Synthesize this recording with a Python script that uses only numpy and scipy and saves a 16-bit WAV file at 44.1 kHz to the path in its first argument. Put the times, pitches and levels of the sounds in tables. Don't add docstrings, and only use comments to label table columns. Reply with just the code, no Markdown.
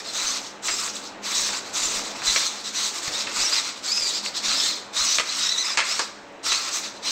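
import sys
import numpy as np
from scipy import signal
from scipy.fft import rfft, irfft
from scipy.io import wavfile

SR = 44100
rng = np.random.default_rng(int(sys.argv[2]) if len(sys.argv) > 2 else 0)


def master_out(mix):
    frames = np.transpose(np.atleast_2d(mix))
    ceiling = np.clip(frames, -1, 1)
    pcm = np.round(ceiling * 32767).astype(np.int16)
    wavfile.write(sys.argv[1], SR, pcm)


N = 313529


def from_db(db):
    return 10 ** (np.asarray(db) / 20)


def unit_rms(x):
    return x / np.sqrt(np.mean(x ** 2) + 1e-20)


def at_times(rows, t):
    times, *columns = np.transpose(rows)
    return [np.interp(t, times, column) for column in columns]


def at_hz(spectrum, hz):
    frequencies, levels = np.transpose(spectrum)
    return np.interp(np.log(hz), np.log(frequencies), levels)


def drift(corner_hz):
    pole = np.exp(-80 * np.pi * corner_hz / SR)
    slow = signal.lfilter([1], [1, -2 * pole, pole * pole], rng.standard_normal(N // 40 + 2002))[2000:]
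    return np.interp(np.arange(N) / 40, np.arange(len(slow)), unit_rms(slow))


def resonator(force, hz, t60_s):
    r, w = from_db(-60 / (t60_s * SR)), 2 * np.pi * hz / SR
    return signal.lfilter([0, np.sin(w)], [1, -2 * r * np.cos(w), r * r], force + 1e-18)


def bands(sources, edges_hz):
    for k, (low, high) in enumerate(zip(edges_hz, edges_hz[1:])):
        bandpass = signal.butter(2, [low, high], "band", fs=SR, output="sos")
        yield np.sqrt(low * high), signal.sosfilt(bandpass, sources[k % len(sources)])


# full_speed_s, length_s, level_db, swell_db, frame_db, treble_db
MOVES = [(0.0, 0.007, -35, -4, -0.5, -2.5), (0.06, 0.047, -36, 0, -7, -3.5),
         (0.149, 0.1, -31.5, 3, -4.5, 0.5), (0.282, 0.092, -29.5, -0.5, -6.5, -1.5),
         (0.443, 0.027, -41.5, 3, -7, -1), (0.659, 0.11, -28, -6.5, -6, 1.5),
         (0.791, 0.091, -30, -1.5, -4, 0), (0.954, 0.016, -35.5, 1, -7.5, 0),
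         (1.042, 0.025, -40, 1, -9, -2), (1.255, 0.071, -31, 2, -3.5, 0), (1.358, 0.12, -27, -1, -8, 0.5),
         (1.524, 0.047, -32.5, 2.5, -6.5, -2.5), (1.659, 0.04, -41, -1.5, -6, -1.0),
         (1.756, 0.039, -29, 2, -5.5, 1.5), (1.833, 0.055, -27.5, -3.5, -6, 1),
         (1.915, 0.079, -31.5, 1.0, -2.5, 2.0), (2.052, 0.061, -35.5, -1.5, -6, -2.5),
         (2.167, 0.44, -37.5, 0, -4.0, -3.5), (2.261, 0.111, -26, 0, -6.5, 0),
         (2.38, 0.085, -28.5, 0.5, -9, -0.5), (2.66, 0.029, -31.5, -2, -7, -2.5),
         (2.754, 0.05, -29.5, 2.5, -6.5, -1.5), (2.832, 0.042, -29, 1.5, -7, 0),
         (2.954, 0.029, -30.5, -1.5, -6, 0.5), (3.038, 0.042, -33, 2.5, -5.0, -0.5),
         (3.125, 0.09, -32, 4.5, -6.5, -2.5), (3.297, 0.205, -35.5, -2.5, -3, -1.5),
         (3.37, 0.074, -28, 0, -2.5, 0.5), (3.494, 0.094, -27.5, 2, -5.5, -2),
         (3.649, 0.043, -33.5, 1.5, -3.5, -4), (3.765, 0.013, -40.5, 2.5, -5, -5),
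         (3.857, 0.059, -29, -2, -7.5, -2.5), (3.944, 0.15, -34.5, 4, -8.0, 1.5),
         (4.086, 0.089, -34, 6.5, -10, -5), (4.254, 0.018, -29.5, -2, -8, -3),
         (4.369, 0.021, -27, -4, -10, -5.5), (4.452, 0.094, -25, -1, -6, -3),
         (4.539, 0.14, -28.5, 2.5, -8.5, -1), (4.63, 0.14, -32.5, -1.5, -9.5, -4),
         (4.962, 0.04, -28, 3.5, -5, -1.5), (5.038, 0.14, -26, -1.5, -6.5, 0),
         (5.276, 0.081, -30.5, -2.5, -6, -3.5), (5.375, 0.1, -28.0, 0.5, -6, -2),
         (5.509, 0.1, -37.5, 3, -2, 3), (5.655, 0.078, -31.5, -0.5, -0.5, -2),
         (5.85, 0.072, -33.5, 4.5, -1.5, -1), (5.96, 0.085, -32, -1.5, -5, -4.5),
         (6.466, 0.092, -24, -3, -7, -3.5), (6.57, 0.12, -32.5, 2.0, -4.0, -3.5),
         (6.74, 0.037, -31, 1.5, -4, 3), (6.847, 0.025, -32, -1.5, -6.5, -5),
         (6.956, 0.018, -45, -0.5, -6, -7.5), (7.056, 0.057, -28.5, 6, -8, -5)]
SPIN_UP_S, RUN_DOWN_DB_PER_S, HOLDING_DB = 0.043, 254, -63.5


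def servo_effort():
    t = np.arange(0, N / SR, .002)
    full_speed_s, length_s, level_db, swell_db, frame_db, treble_db = np.transpose(MOVES)[:, :, None]
    age = t - full_speed_s
    speed = np.clip(1 + age / SPIN_UP_S, 1e-4, 1)
    running_db = level_db + swell_db * np.clip(age / length_s, 0, 1)
    run_down_db = RUN_DOWN_DB_PER_S * np.maximum(age - length_s, 0)
    power = speed ** 3 * from_db(running_db - run_down_db) ** 2
    total, frame, treble = [from_db(HOLDING_DB) ** 2 + np.sum(power * from_db(db) ** 2, axis=0)
                            for db in (0, frame_db, treble_db)]
    curves_db = 10 * np.log10([total, frame / total, treble / total])
    return at_times(np.transpose([t, *curves_db]), np.arange(N) / SR)


# frequency_hz, density_db
GEARBOX_SPECTRUM = [(600, -14.5), (800, -21.5), (1030, -9.5), (1250, -7), (1600, -12.5), (2200, -9.5),
                    (2900, -9.5), (3430, -3.5), (4050, 0), (4600, -1.5), (5640, -2), (7280, -3),
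                    (8500, -13), (11000, -11), (16000, -16.5)]
# pitch_hz, t60_s, relative_db
CASE_MODE = (4010, 0.014, -16.5)
IMPACTS_PER_S, IMPACT_SPREAD_DB, LOAD_FLICKER_DB = 6000, 2.2, 1.9
MIC_EDGE_HZ = 8600


def gearbox_rattle(level_db, frame_db, treble_db):
    sizes = from_db(IMPACT_SPREAD_DB * np.minimum(rng.exponential(1, (2, N)), 5))
    signs = rng.choice([-1, 1], (2, N))
    impacts = sizes * signs * (rng.random((2, N)) < IMPACTS_PER_S / SR)
    registers = [0, 0, 0]
    for hz, band in bands(impacts, 600 * 2 ** np.arange(0, 4.8, .25)):
        register = int(hz > 3000) + int(hz > 5700)
        registers[register] += band * from_db(at_hz(GEARBOX_SPECTRUM, hz) + LOAD_FLICKER_DB * drift(26))
    frame, case, treble = map(unit_rms, registers)
    mode_hz, mode_t60_s, mode_db = CASE_MODE
    ringing = unit_rms(resonator(impacts[0], mode_hz, mode_t60_s))
    case += from_db(mode_db + LOAD_FLICKER_DB * drift(26)) * ringing
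    below_edge = signal.butter(8, MIC_EDGE_HZ, fs=SR, output="sos")
    treble /= np.std(signal.sosfilt(below_edge, treble))
    return from_db(level_db) * (from_db(frame_db) * frame + case + from_db(treble_db) * treble)


# time_s, level_db
AIR_LEVEL = [(0.0, -41.5), (0.97, -40.5), (2.12, -37.5), (2.65, -43), (3.3, -38.5), (3.74, -43), (4.6, -39),
             (5.2, -44.5), (6.28, -43.5), (7.11, -41)]
# frequency_hz, density_db
AIR_SPECTRUM = [(25, -25), (60, -61), (90, -38.5), (120, -4), (160, -31), (250, -2.5), (400, -1.5),
                (570, -2), (900, -2), (1400, -5.5), (2500, -11), (4000, -18), (8500, -72), (16000, -25)]
# pitch_hz, width_hz (about 8 dB down), re_rush_db
AIR_HUMS = [(207.6, 18.4, -12.5), (267.8, 3.2, -17.5), (305, 11, -19.5), (566, 15, -14), (852.5, 12, -15.5)]


def ventilation():
    white = rng.standard_normal((3, N))
    rush = sum(band * from_db(at_hz(AIR_SPECTRUM, hz) + drift(5.1))
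               for hz, band in bands(white[:2], 25 * 2 ** np.arange(0, 9.4, 1 / 3)))
    hums = sum(from_db(re_rush_db) * unit_rms(resonator(white[2], hz, t60_s=4.9 / width_hz))
               for hz, width_hz, re_rush_db in AIR_HUMS)
    level_db = at_times(AIR_LEVEL, np.arange(N) / SR)[0]
    return from_db(level_db) * (unit_rms(rush) + hums)


FIRST_HARMONIC_DB, FOURTH_HARMONIC_DB = -15.5, -19
RASP_DB, PITCH_WAVER_RATIO, WHINE_FLICKER_DB = -4.5, .007, 2


def gear_mesh(start_s, length_s, start_hz, middle_hz, end_hz, level_db, third_db, roughness):
    start, end = round(start_s * SR), min(round((start_s + length_s) * SR), N)
    progress = np.linspace(0, 1, end - start)
    bow_hz = (2 * middle_hz - start_hz - end_hz) * 2 * progress * (1 - progress)
    pitch_hz = start_hz + (end_hz - start_hz) * progress + bow_hz
    waver, rasp_real, rasp_imag, flicker = roughness[:, start:end]
    tooth_hz = pitch_hz / 2 * (1 + PITCH_WAVER_RATIO * waver)
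    phasor = np.exp(2j * np.pi * np.cumsum(tooth_hz) / SR)
    harmonics_db = (FIRST_HARMONIC_DB, 0, third_db, FOURTH_HARMONIC_DB)
    tone = sum(from_db(db) * phasor ** n for n, db in enumerate(harmonics_db, 1))
    tone *= 1 + from_db(RASP_DB) * (rasp_real + 1j * rasp_imag)
    swell = np.abs(np.sin(np.pi * progress)) ** 0.33
    return slice(start, end), tone.imag * swell * from_db(level_db + WHINE_FLICKER_DB * flicker)


# start_s, length_s, start_hz, middle_hz, end_hz, level_db, third_db
SERVO_WHINES = [(0.068, 0.05, 4300, 4190, 4100, -35, -16), (0.168, 0.067, 4000, 3920, 4030, -32, -9),
                (.26, 0.053, 6120, 6150, 5960, -29, -20), (0.293, .05, 4250, 4310, 4430, -35, -3),
                (0.708, 0.045, 5000, 4990, 5110, -26.5, -0.5), (0.761, 0.048, 5340, 5270, 5160, -29, -11),
                (1.335, 0.054, 3690, 3870, 3800, -27.5, -9), (1.42, 0.051, 3950, 4040, 4050, -30, -3),
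                (1.763, 0.048, 3940, 4070, 4030, -33, -8), (1.827, 0.038, 7000, 7140, 7180, -22, -20),
                (2.265, 0.061, 3980, 4010, 4180, -21, -10), (2.361, 0.028, 5780, 5800, 6100, -25, -20),
                (2.445, 0.056, 4150, 4230, 4030, -29.5, -5), (2.645, .05, 4090, 3950, 4100, -37, -8),
                (2.649, 0.064, 3900, 3800, 3870, -35, -10), (2.75, 0.076, 3980, 4100, 4200, -37, 2),
                (2.83, 0.04, 4500, 4180, 3730, -23.5, -1.5), (3.137, 0.0346, 3500, 3760, 3850, -27, -14),
                (3.168, 0.052, 3630, 3950, 4250, -36, -12), (3.18, 0.058, 5160, 5160, 5330, -35, -12),
                (3.392, 0.043, 4250, 4920, 5250, -27, -13), (3.43, .04, 5750, 5900, 5800, -27, -20),
                (3.455, .035, 5100, 5400, 5650, -22.5, -15), (3.517, 0.036, 4110, 4910, 4800, -20.5, -16),
                (3.553, 0.049, 4545, 4170, 3690, -23, -12), (3.553, .035, 5550, 5200, 4670, -24, -12),
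                (3.878, .055, 4370, 4550, 5020, -24, -8), (3.921, .095, 4980, 5100, 5020, -22.5, -17),
                (4.012, 0.084, 4860, 4750, 4680, -23, -9), (4.071, 0.051, 3910, 3900, 3840, -29, -11),
                (4.132, 0.062, 4500, 4920, 4650, -29, -5), (4.262, 0.04, 4530, 4510, 4400, -30, -18),
                (4.346, 0.034, 3900, 3900, 3800, -33, -20), (4.483, 0.055, 4700, 4360, 4030, -23.5, -15),
                (4.526, 0.11, 4800, 5110, 5340, -25, -20), (4.585, 0.11, 3420, 3570, 3770, -27.5, -7),
                (4.606, .1, 3950, 4150, 4310, -27.5, -10), (4.681, 0.059, 4260, 4120, 3350, -26, -16),
                (4.73, 0.038, 5130, 4780, 4140, -31, -20), (4.966, .075, 3700, 3986, 4340, -21.5, -10),
                (4.99, 0.098, 5710, 6350, 6030, -32, -20), (5.068, .1, 5950, 5870, 6300, -28, -20),
                (5.069, 0.079, 3850, 3900, 4000, -33, -10), (5.287, .05, 3800, 4170, 4080, -29.5, -14),
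                (5.32, 0.053, 6050, 5640, 5460, -31, -9), (5.396, 0.12, 3870, 3796, 3830, -24.5, -7),
                (5.41, 0.097, 4910, 5280, 5430, -25, -21), (5.49, 0.084, 3880, 3970, 3690, -25, -17),
                (5.574, 0.061, 3750, 4060, 3870, -22.5, -3.5), (5.478, .075, 5600, 5950, 5280, -35, -20),
                (5.634, .06, 5260, 5010, 5400, -29, -19), (5.67, 0.041, 3600, 3600, 3460, -32, 2),
                (5.703, 0.038, 5100, 4960, 4940, -28.5, -12), (5.884, 0.078, 4690, 5270, 5680, -27, -12),
                (6.492, 0.057, 4080, 3980, 4130, -24, -9), (6.54, 0.052, 4110, 4350, 4550, -27, -13),
                (6.494, .045, 6120, 5930, 5820, -36, -20), (6.742, 0.062, 4250, 4140, 4100, -36, -19),
                (7.052, 0.083, 4050, 4090, 4100, -33, -20)]
STRAY_COUNT, STRAY_RE_RATTLE_DB = 160, -10


def servo_whines(rattle_db):
    clear, strays = np.zeros(N), np.zeros(N)
    roughness = np.array([drift(60), drift(330), drift(330), drift(40)])
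    for row in SERVO_WHINES:
        span, tone = gear_mesh(*row, roughness)
        clear[span] += tone
    for when, length, pitch, glide, size in rng.random((STRAY_COUNT, 5)):
        start_s, length_s = when * (N / SR - .1), 0.0162 + 0.0653 * length
        start_hz = 3500 + 2600 * pitch ** 1.6
        end_hz = start_hz * (.94 + .14 * glide)
        span, tone = gear_mesh(start_s, length_s, start_hz, (start_hz + end_hz) / 2, end_hz,
                               level_db=8 * size, third_db=-2, roughness=roughness)
        strays[span] += tone
    return clear + from_db(rattle_db + STRAY_RE_RATTLE_DB) * unit_rms(strays)


# start_s, peak_rms_db
HANDLING_BUMPS = [(0.23, -51), (0.674, -52), (1.329, -51), (1.399, -56), (1.467, -55), (1.811, -51),
                  (1.944, -47), (2.264, -43), (3.05, -61), (3.371, -46), (3.999, -57), (4.458, -51),
                  (4.63, -62), (4.967, -47), (5.159, -59), (6.466, -51)]
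BUMP_RISE_S, BUMP_T60_S = 0.027, 0.25


def handling_bumps():
    t, envelope = np.arange(N) / SR, np.zeros(N)
    for start_s, peak_rms_db in HANDLING_BUMPS:
        age = np.maximum(t - start_s, 0)
        bump = from_db(-60 * age / BUMP_T60_S) * (1 - np.exp(-age / BUMP_RISE_S)) ** 2
        envelope += from_db(peak_rms_db) * bump / bump.max()
    deep_band = signal.butter(2, [10, 42], "band", fs=SR, output="sos")
    return envelope * unit_rms(signal.sosfilt(deep_band, rng.standard_normal(N)))


# start_s, gain_db, centre_hz, chatter_db, crack_db, thump_db
PLASTIC_KNOCKS = [(0.684, -17.5, 1930, -0.5, -14, -46), (1.488, -28.5, 1240, 7, -8, -26),
                  (1.531, -17.5, 1230, -6.5, -15, -31), (2.156, -21, 1360, -13, -6, -24),
                  (2.219, -22.5, 1250, -4, -9, -16), (2.27, -18, 1920, -8, -1, -27),
                  (2.36, -6.5, 2600, -9.5, -18, -38), (3.079, -19.5, 1700, -8, -10, -8),
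                  (3.269, -17.5, 2050, -4.5, -14, -27), (3.525, -10, 1010, -21, -6, -44),
                  (3.978, -12, 1500, -28, -10, -35), (4.007, -18, 2510, -17, -2, -28),
                  (4.261, -14.5, 2430, -23, -6, -28), (5.107, -24, 2050, -8, 4, -41),
                  (5.184, -6.5, 2100, -9, -12, -31), (5.197, -8, 1170, -13, -10, -32),
                  (5.773, -3, 1320, -9, -8, -39), (5.786, -8.5, 2380, -9.5, -11.5, -39),
                  (5.803, -13.5, 2200, -10, -10, -35), (5.993, -4, 950, -10.5, -7, -38),
                  (6.464, -16, 1060, -12, -3, -38), (6.518, -11.5, 2680, -6.5, -4, -35)]
# pitch_hz, gain_db, t60_s
SHELL_MODES = [(380, -9, 0.014), (511, -9.5, 0.017), (693, -12.5, 0.021), (960, -7, 0.014),
               (1297, -3, 0.01), (1675, -1.5, 0.0091), (2210, 3.5, 0.0044), (2700, -3, 0.014),
               (3150, -2, 0.0058), (4330, 1, 0.0063), (5270, -6, 0.0075), (7260, -17, .005)]
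CONTACTS_PER_S, BLOW_T60_S, CHATTER_T60_S = 4000, 0.0082, 0.15
THUMP_HZ, THUMP_T60_S = 148, 0.029


def plastic_knocks():
    out = np.zeros(N)
    contacts = rng.standard_normal(N) * (rng.random(N) < CONTACTS_PER_S / SR)
    crack_band = signal.butter(2, [3500, 8000], "band", fs=SR, output="sos")
    crack_noise = signal.sosfilt(crack_band, rng.standard_normal(N))
    scatters_db = rng.standard_normal((len(PLASTIC_KNOCKS), len(SHELL_MODES)))
    no_bass = signal.butter(3, 290, "high", fs=SR, output="sos")
    t = np.arange(SR // 4) / SR
    blow = 0.46 * from_db(-60 * t / BLOW_T60_S)
    for knock, scatter_db in zip(PLASTIC_KNOCKS, scatters_db):
        start_s, gain_db, centre_hz, chatter_db, crack_db, thump_db = knock
        span = slice(round(start_s * SR), round(start_s * SR) + len(t))
        envelope = blow + from_db(chatter_db - 60 * t / CHATTER_T60_S)
        force = contacts[span] * envelope
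        force[0] = 1
        modes = 0
        for k, (hz, mode_db, t60_s) in enumerate(SHELL_MODES):
            coupling_db = -4 * abs(np.log2(hz / centre_hz))
            modes += (-1) ** k * from_db(mode_db + coupling_db + scatter_db[k]) * resonator(force, hz, t60_s)
        shell = from_db(-8) * signal.sosfilt(no_bass, modes)
        crack = from_db(crack_db + 4) * crack_noise[span] * envelope
        thump = np.sin(2 * np.pi * THUMP_HZ * t) * from_db(thump_db - 60 * t / THUMP_T60_S)
        out[span] += from_db(gain_db) * (shell + crack + thump)
    return out


ROOM_T60_S, ROOM_DB = 0.71, -14.5


def reverberation(direct):
    t = np.arange(round(.6 * SR)) / SR
    tail = rng.standard_normal(len(t)) * from_db(-60 * t / ROOM_T60_S) * (t > .008)
    tail = signal.lfilter([1], [1, -.5], tail)
    return from_db(ROOM_DB) * signal.fftconvolve(direct, tail / np.sqrt(np.sum(tail ** 2)))[:N]


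def scene():
    level_db, frame_db, treble_db = servo_effort()
    robot = gearbox_rattle(level_db, frame_db, treble_db) + servo_whines(level_db) + plastic_knocks()
    return (robot + reverberation(robot) + handling_bumps() + ventilation())[None]


MIC_TOP_DB, MIC_CUTOFF_HZ = -14.5, 15780


def record(dry):
    rounded = 0.76 * np.tanh(dry / 0.83)
    hz = np.fft.rfftfreq(N, 1 / SR)
    below_edge = 1 / (1 + np.exp(np.clip((hz - MIC_EDGE_HZ) / 50, -50, 50)))
    response = below_edge + (1 - below_edge) * from_db(MIC_TOP_DB)
    lowpass = signal.ellip(12, .5, 70, MIC_CUTOFF_HZ, fs=SR, output="sos")
    return signal.sosfilt(lowpass, irfft(rfft(rounded) * response, N))


dry = scene()
out = record(dry)
master_out(out)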